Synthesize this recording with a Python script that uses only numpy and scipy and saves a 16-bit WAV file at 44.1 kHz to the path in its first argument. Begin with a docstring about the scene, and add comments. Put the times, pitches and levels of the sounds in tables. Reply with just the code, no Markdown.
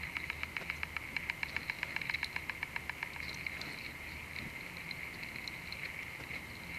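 """In a quiet room, close to a small camera, a mother dog licks her newborn puppy on a blanket.
Her tongue crackles faintly on damp fur, saliva smacks and fizzes, and paws brush and bump the bedding.
For the first three seconds a dry ticking runs on top, 7.5 a second, most likely the camera's lens motor.
The camera's housing rings near 2.2 and 4.1 kHz and colours the ticks and the licking.
Behind it all lie room hum, a low drone, a thin whine and hiss."""
import sys
import numpy as np
from scipy import signal
from scipy.fft import irfft
from scipy.io import wavfile
from scipy.ndimage import map_coordinates

SR = 44100
rng = np.random.default_rng(int(sys.argv[2]) if len(sys.argv) > 2 else 0)


def unload_wav(signal):
    """Save mono or channel-first audio to the path in sys.argv[1] as 16-bit WAV at rate SR, clipped to [-1, 1]."""
    wavfile.write(
        sys.argv[1],
        SR,
        np.round(np.clip(np.atleast_2d(signal).T, -1, 1) * 32767).astype(np.int16),
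    )


N = 298998
TIME = np.arange(N) / SR
BINS_HZ = abs(np.fft.fftfreq(4096, 1 / SR))

# the tongue at work on the fur: t/s, rubbing level/dB, wet level/dB
LICKING = [(0, -48, -63.5), (.33, -50.5, -60), (.5, -57.5, -68), (.6, -48.5, -66), (.76, -49.5, -62),
           (.87, -57, -76), (1.27, -47.5, -78), (1.42, -56.5, -72), (1.54, -46.5, -57.5),
           (1.75, -53.5, -60), (2.0, -48.5, -64), (2.26, -50.5, -57), (2.62, -55, -78), (3.06, -52, -80),
           (3.3, -48.5, -56), (3.52, -49.5, -61), (3.65, -45, -57.5), (3.83, -50, -52.5), (3.99, -53, -70),
           (4.1, -48.5, -62), (4.26, -55, -70), (4.36, -47, -61), (4.55, -51.5, -70), (5.0, -49.5, -66),
           (5.45, -51, -64), (5.7, -51.5, -62.5), (5.86, -43.5, -60), (5.95, -50, -76), (6.08, -49.5, -68),
           (6.28, -55, -72), (6.36, -43.5, -55), (6.42, -56, -67), (6.55, -60, -63), (6.78, -46.5, -65)]
# the loudest smacks: t/s, length/s, body level/dB, wet level/dB, snap level/dB
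SMACKS = [(0.152, 0.0039, -41, -70, -70), (0.239, .0018, -42.5, -71, -73), (0.577, .0034, -44, -70, -72),
          (2.014, 0.0038, -35.5, -47, -70), (2.108, 0.0035, -43, -48, -66), (2.1373, 0.0042, -36, -46, -70),
          (2.1438, .0044, -32, -40.5, -66), (2.1545, 0.0032, -38, -53, -70),
          (2.2448, .0014, -52, -37.5, -53), (3.202, 0.0016, -37.5, -71, -69),
          (3.228, 0.0012, -45, -60, -67), (3.288, 0.0095, -42, -42.5, -59), (3.344, 0.0032, -50, -48, -58),
          (3.4647, 0.0031, -35, -60, -71), (3.614, 0.0016, -51, -38.5, -54.5),
          (4.361, .002, -40.5, -52, -68), (4.385, 0.003, -40, -45.5, -66), (4.607, 0.003, -46.5, -54, -72),
          (4.7685, .002, -56, -49.5, -70), (4.909, 0.0027, -39.5, -40.5, -71),
          (5.0285, .004, -41.5, -70, -72), (5.233, 0.0016, -46, -48.5, -63),
          (5.3574, 0.0028, -40.5, -50, -69), (5.4762, 0.0011, -48, -37.5, -51),
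          (5.724, 0.0012, -50, -40, -69), (5.85, 0.0064, -39.5, -46.5, -65),
          (5.9888, 0.0031, -44, -73, -70), (6.03, 0.001, -46, -64, -59.5), (6.236, 0.0027, -44, -54, -72),
          (6.358, 0.007, -41.5, -56, -65), (6.553, .0015, -55, -53, -70), (6.744, 0.004, -46, -54, -61)]
# tone colours of the mouth through the housing, from dull to bright: f/Hz, level/dB
BODY_COLOUR = [(600, -36), (1500, -21.5), (1850, -8), (2050, -0.5), (2200, 4), (2380, -3), (2620, -6.5),
               (3000, -19), (3400, -28.5), (6000, -65.5)]
WET_COLOUR = [(2500, -31.5), (3450, -18), (3850, -4), (4130, 7), (4450, -8), (5100, -17), (6000, -22.5),
              (9000, -40)]
SNAP_COLOUR = [(2500, -29), (4600, -11), (5400, 14), (6800, 3.5), (8000, -3), (9800, -2), (12000, -19),
               (14500, -9)]
# saliva fizzing on the fur: t/s, half-length/s, level/dB, f/Hz
FIZZES = [(.77, .02, -58.5, 6300), (1.495, 0.021, -48, 4360), (2.2458, .003, -45, 9900),
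          (3.136, 0.0041, -46, 4400), (3.247, 0.047, -54, 4600), (3.347, .0066, -48, 6400),
          (3.73, 0.0087, -59, 9050), (4.127, 0.045, -56, 4360), (5.145, 0.025, -54, 4440)]
# tone colour of a fizz: multiple of its pitch, level/dB
FIZZ_COLOUR = [(.68, -26), (.87, -5), (1, 1.5), (1.1, -8), (1.25, -18), (1.9, -34)]
# what a lens step rings with, in groups (main, low, hollow, middle, high): f/Hz, half-width/Hz, level/dB
LENS_RINGS = [
    [(2278, 112, 2), (1970, 81, -11), (2720, 213, -8)],
    [(948, 62.7, -4)],
    [(1340, 114, -16.5)],
    [(1778, 207, -5)],
    [(4113, 126, -15.5), (4920, 380, -26.5), (6800, 630, -38.5)],
]
# the two runs of the lens: first step t/s, last step t/s
LENS_RUNS = [(0.0342, 0.965), (1.1653, 3.162)]
# each run's start: level/dB, change/(dB/s), then boost/dB for the low, hollow, middle and high rings
RUN_LEVELS = [(-33, 1.1, -6.5, 5.5, -6.5, -1.1), (-30, -1.74, -3, -13, -3, 1.5)]
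# how those four rings grow or fade as the lens moves: change/(dB/s)
RING_DB_PER_S = [6, 4.5, 3.5, -.5]
# paws brushing and bumping the blanket: t/s, half-length/s, level/dB
BRUSHES = [(.62, 0.022, -44), (1.56, 0.098, -53), (1.9, 0.22, -55), (3.3, 0.055, -54.5), (3.64, 0.19, -52),
           (4.4, 0.099, -57.5), (4.68, .05, -57), (5.86, 0.052, -56), (6.208, 0.019, -47),
           (6.36, 0.066, -54.5)]
BUMPS = [(1.135, .05, -53), (1.62, 0.21, -59), (3.66, 0.14, -55), (4.43, 0.063, -47.5), (4.472, 0.019, -43),
         (5.16, 0.036, -52), (5.36, .04, -55), (6.38, 0.21, -56), (6.7, .12, -62)]
# tone colours of a brush and a bump: f/Hz, level/dB
BRUSH_COLOUR = [(100, -5), (300, 1.5), (600, 3.5), (1000, -4), (1400, 3), (1900, -6.5), (3200, -8.5),
                (6000, -16), (12000, -37)]
BUMP_COLOUR = [(30, -17), (75, -4), (150, 0.5), (290, 1.5), (430, -16), (1200, -41)]
# the low drone swelling and sinking: t/s, level/dB
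DRONE_LEVELS = [(0, -53.5), (1.1, -55), (1.9, -63), (2.42, -52.5), (2.55, -61.5), (4.44, -56),
                (4.63, -65.5), (6.78, -57)]
# tone colours of the steady noises: f/Hz, level/dB
ROOM_COLOUR = [(15, -26), (40, -4), (52, -7), (64, 0.5), (80, -5.5), (102, -4.5), (140, 0.5), (205, -8.5),
               (300, -6), (420, -12), (730, -13.5), (1500, -18), (3000, -33.5)]
HOUSING_COLOUR = [(600, -36.5), (950, -9), (1080, -14.5), (1260, -13.5), (1500, -18.5), (1950, -8),
                  (2170, -3.5), (2400, -13.5), (2950, -12.5), (3450, -26.5), (4130, -19.5), (4800, -26.5),
                  (7000, -57.5)]
HISS_COLOUR = [(1000, -1.8), (3500, -0.74), (5500, 0.74), (8000, 0.24), (11500, 0.085), (13300, 1),
               (14500, -2)]
# notes of the room hum: f/Hz, level/dB, waver (0 is steady)
HUM_NOTES = [(171.6, -64, 0.58), (227.4, -70, 0.58), (526.4, -74.5, 0.17)]


def tongue(rub_boost_db=1, wet_boost_db=-1, laps_per_s=5.5, lap_db=2.3):
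    """The tongue laps over damp fur; wetter strokes crackle higher."""
    hairs = crackle(per_s=480, spread_db=4, smooth=.58)
    drops = crackle(per_s=450, spread_db=5.5, smooth=.49) + .5 * hairs
    rub = wander(colour(hairs, BODY_COLOUR)[:N], amount=.022, per_s=14)
    wet = wander(colour(drops, WET_COLOUR)[:N], amount=.028, per_s=45)
    rub_db, wet_db = licking_db(TIME)
    licks = unit_level(rub) * gain_of(rub_db + rub_boost_db)
    licks += unit_level(wet) * gain_of(wet_db + wet_boost_db)
    laps = np.sin(2 * np.pi * laps_per_s * TIME + 2 * drift(2.2))
    return licks * gain_of(lap_db * laps)


def smacks(grit=.28, body_hz=2290, wet_hz=4150, tail_db=-23, tail_s=.012):
    """A film of saliva breaks: a crisp snap, a short squelch with a pop in it, and a sticky tail."""
    out, t = np.zeros(N), np.arange(1024) / SR
    for s, length, body_db, wet_db, snap_db in SMACKS + small_smacks():
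        fade = np.exp(-(t / length) ** 2)
        snap = grit * rng.standard_normal(len(t)) * fade
        squelch = snap * t / length
        snap[0] += 1  # the click of the film breaking
        squelch[int(.3 * length * SR)] += .5
        phase_per_hz = 2 * np.pi * t * rng.uniform(.92, 1.04)  # each pop has its own pitch
        swell = fade * t / length
        body = squelch + .078 * swell * np.sin(body_hz * phase_per_hz)
        wet = squelch + .032 * swell * np.sin(wet_hz * phase_per_hz)
        wet += gain_of(tail_db) * grit * rng.standard_normal(len(t)) * np.exp(-t / tail_s)
        add(out, s, burst(colour(body, BODY_COLOUR), body_db))
        add(out, s, burst(colour(wet, WET_COLOUR), wet_db))
        add(out, s, burst(colour(snap, SNAP_COLOUR), snap_db))
    return out


def small_smacks(per_s=7, length_s=.002, body_boost_db=3, wet_boost_db=7, spread_db=3, snap_db=-73):
    """Lists faint smacks at chance moments; their levels follow the licking."""
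    rows = []
    for k, (when, body, wet) in enumerate(rng.uniform(-1, 1, (int(per_s * N / SR), 3))):
        s = (k + .5 + when / 2) / per_s
        rub_db, wet_db = licking_db(s)
        body_db = rub_db + body_boost_db + spread_db * body
        rows.append((s, length_s, body_db, wet_db + wet_boost_db + spread_db * wet, snap_db))
    return rows


def saliva():
    """Tiny bubbles burst in quick clusters, each cluster around its own pitch."""
    out = np.zeros(N)
    for s, half_s, db, hz in FIZZES:
        shape = [(hz * multiple, level) for multiple, level in FIZZ_COLOUR]
        out += strokes([(s, half_s, db)], shape, grain_db=9.5)
    return out


def licking_db(s):
    """Levels of the rubbing and of the wet crackle at these times."""
    times, rub_db, wet_db = np.transpose(LICKING)
    return np.interp(s, times, rub_db), np.interp(s, times, wet_db)


def crackle(per_s, spread_db, smooth):
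    """Tiny clicks of very unequal size over a smooth rub."""
    size = gain_of(spread_db * np.minimum(rng.exponential(1, N), 3.5)) * rng.choice([-1, 1], N)
    clicks = unit_level(size * (rng.random(N) < per_s / SR))
    return unit_level(clicks + smooth * rng.standard_normal(N))


def wander(x, amount, per_s):
    """Lets the pitch of a ringing sound drift as the mouth changes shape."""
    shift = amount * drift(per_s)
    return map_coordinates(x, [np.cumsum(1 + shift - shift.mean())], order=3, mode="mirror")


def lens_motor(sweep_s=.00339, sweep_hz=2200, lead_s=.0007, settle_s=.002115, rattle_s=.0074):
    """Each step rings the camera with a falling chirp, a smaller knock and a faint rattle."""
    out, t = np.zeros(N), np.arange(1024) / SR
    # the slowing lens rings the treble first and the lower notes a moment later
    sweep = np.exp(2j * np.pi * sweep_s * sweep_hz * np.exp(-BINS_HZ / sweep_hz))
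    for s, db, *boosts in lens_steps():
        power = np.zeros(len(BINS_HZ))
        for group, boost in zip(LENS_RINGS, [0] + boosts):
            for hz, width, ring_db in group:
                power += (gain_of(ring_db + boost) / (1 + ((BINS_HZ - hz) / width) ** 2)) ** 2
        spectrum = ringing_spectrum(np.sqrt(power)) * sweep
        ring = irfft(spectrum[:len(BINS_HZ) // 2 + 1])[:len(t)]
        push = gain_of(-33) * rng.standard_normal(len(t)) * np.exp(-t / rattle_s)
        push[0] += 1  # the step itself
        push[int(settle_s * rng.uniform(.96, 1.04) * SR)] -= .42  # the knock as the lens settles
        add(out, s - lead_s, burst(signal.fftconvolve(push, ring), db))
    return out


def lens_steps(step_s=.13306):
    """Lists each step's time, level and ring boosts: even pace, colour shifting as the lens moves."""
    steps = []
    for (first, last), (db, db_per_s, *start_boosts) in zip(LENS_RUNS, RUN_LEVELS):
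        for elapsed in np.arange(first, last + step_s / 2, step_s) - first:
            boosts = start_boosts + elapsed * np.array(RING_DB_PER_S)
            steps.append([first + elapsed, db + db_per_s * elapsed, *boosts])
    steps[0][1] -= 6  # dB: the lens sets off softly
    steps[-1][1] -= 9  # and comes to rest softly
    return steps


def paws():
    """Paws rub the blanket in light brushes and soft, low bumps."""
    return strokes(BRUSHES, BRUSH_COLOUR, grain_db=5) + strokes(BUMPS, BUMP_COLOUR, grain_db=5)


def strokes(rows, shape, grain_db):
    """Short swells of grainy noise with one tone colour, each loudest at its listed time."""
    out = np.zeros(N)
    for s, half_s, db in rows:
        noise, grain = rng.standard_normal((2, SR // 2))
        swell = signal.windows.hann(min(int(2 * half_s * SR), SR // 2))
        rub = colour(noise * gain_of(grain_db * grain), shape)[:len(swell)]
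        add(out, s - half_s, gain_of(db) * unit_level(rub) * swell)
    return out


def drone(hz=78, waver=.4, throb=.38, boost_db=-1):
    """A low machine note in the room that throbs unevenly."""
    phase = 2 * np.pi * hz * TIME + waver * drift(11)
    note = unit_level((1 + throb * drift(14)) * np.sin(phase))
    return note * gain_of(np.interp(TIME, *np.transpose(DRONE_LEVELS)) + boost_db)


def background(room_db=-53, housing_db=-53, hiss_db=-61.5, whine_hz=2104.5, whine_db=-56):
    """Room rumble, the housing's faint ringing, microphone hiss, wavering hum and an electronic whine."""
    out = np.zeros(N)
    for shape, db in (ROOM_COLOUR, room_db), (HOUSING_COLOUR, housing_db), (HISS_COLOUR, hiss_db):
        out += gain_of(db) * unit_level(colour(rng.standard_normal(N), shape)[:N])
    for hz, db, waver in HUM_NOTES:
        phase = 2 * np.pi * hz * TIME + 2 * waver * drift(9)
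        out += gain_of(db) * unit_level((1 + waver * drift(4)) * np.sin(phase))
    return out + gain_of(whine_db) * unit_level(np.sin(2 * np.pi * whine_hz * TIME))


def colour(x, points):
    """Gives a sound a tone colour, drawn as points of f/Hz, level/dB."""
    hz, db = np.transpose(points)
    gain = gain_of(np.interp(np.log(BINS_HZ + 1), np.log(hz), db))
    ring = np.fft.ifft(ringing_spectrum(gain)).real
    return signal.fftconvolve(x, ring[:len(ring) // 2])


def ringing_spectrum(gain):
    """A filter with this gain that rings after a click, never before."""
    return np.exp(np.conj(signal.hilbert(np.log(gain))))


def drift(per_s):
    """A smooth random wobble, about 1 in size."""
    points = rng.standard_normal(int(N / SR * per_s) + 4)
    return unit_level(map_coordinates(points, [TIME * per_s], order=3, mode="nearest"))


def burst(x, db):
    """Scales a short sound to the energy of 10 ms at this level."""
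    return gain_of(db) * x / np.sqrt(np.sum(x ** 2) / (SR / 100) + 1e-20)


def gain_of(db):
    """Turns decibels into a number to multiply by."""
    return 10 ** (np.asarray(db) / 20)


def unit_level(x):
    """Scales a sound to an average power of 1."""
    return x / np.sqrt(np.mean(x ** 2) + 1e-20)


def add(mix, s, sound):
    """Mixes a sound in, starting at s seconds."""
    part = mix[max(round(s * SR), 0):][:len(sound)]
    part += sound[:len(part)]


def scene():
    """The dog, the camera and the room together in one channel."""
    bedding = paws()
    mouth = tongue() + smacks() + saliva()
    return (mouth + lens_motor() + bedding + background() + drone())[None]


def record(dry, cutoff_hz=14450):
    """Cuts off the very highest treble."""
    low_pass = signal.firwin(511, cutoff_hz, window=("kaiser", 9), fs=SR)
    return signal.oaconvolve(dry, low_pass[None], "same")


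dry = scene()
out = record(dry)
unload_wav(out)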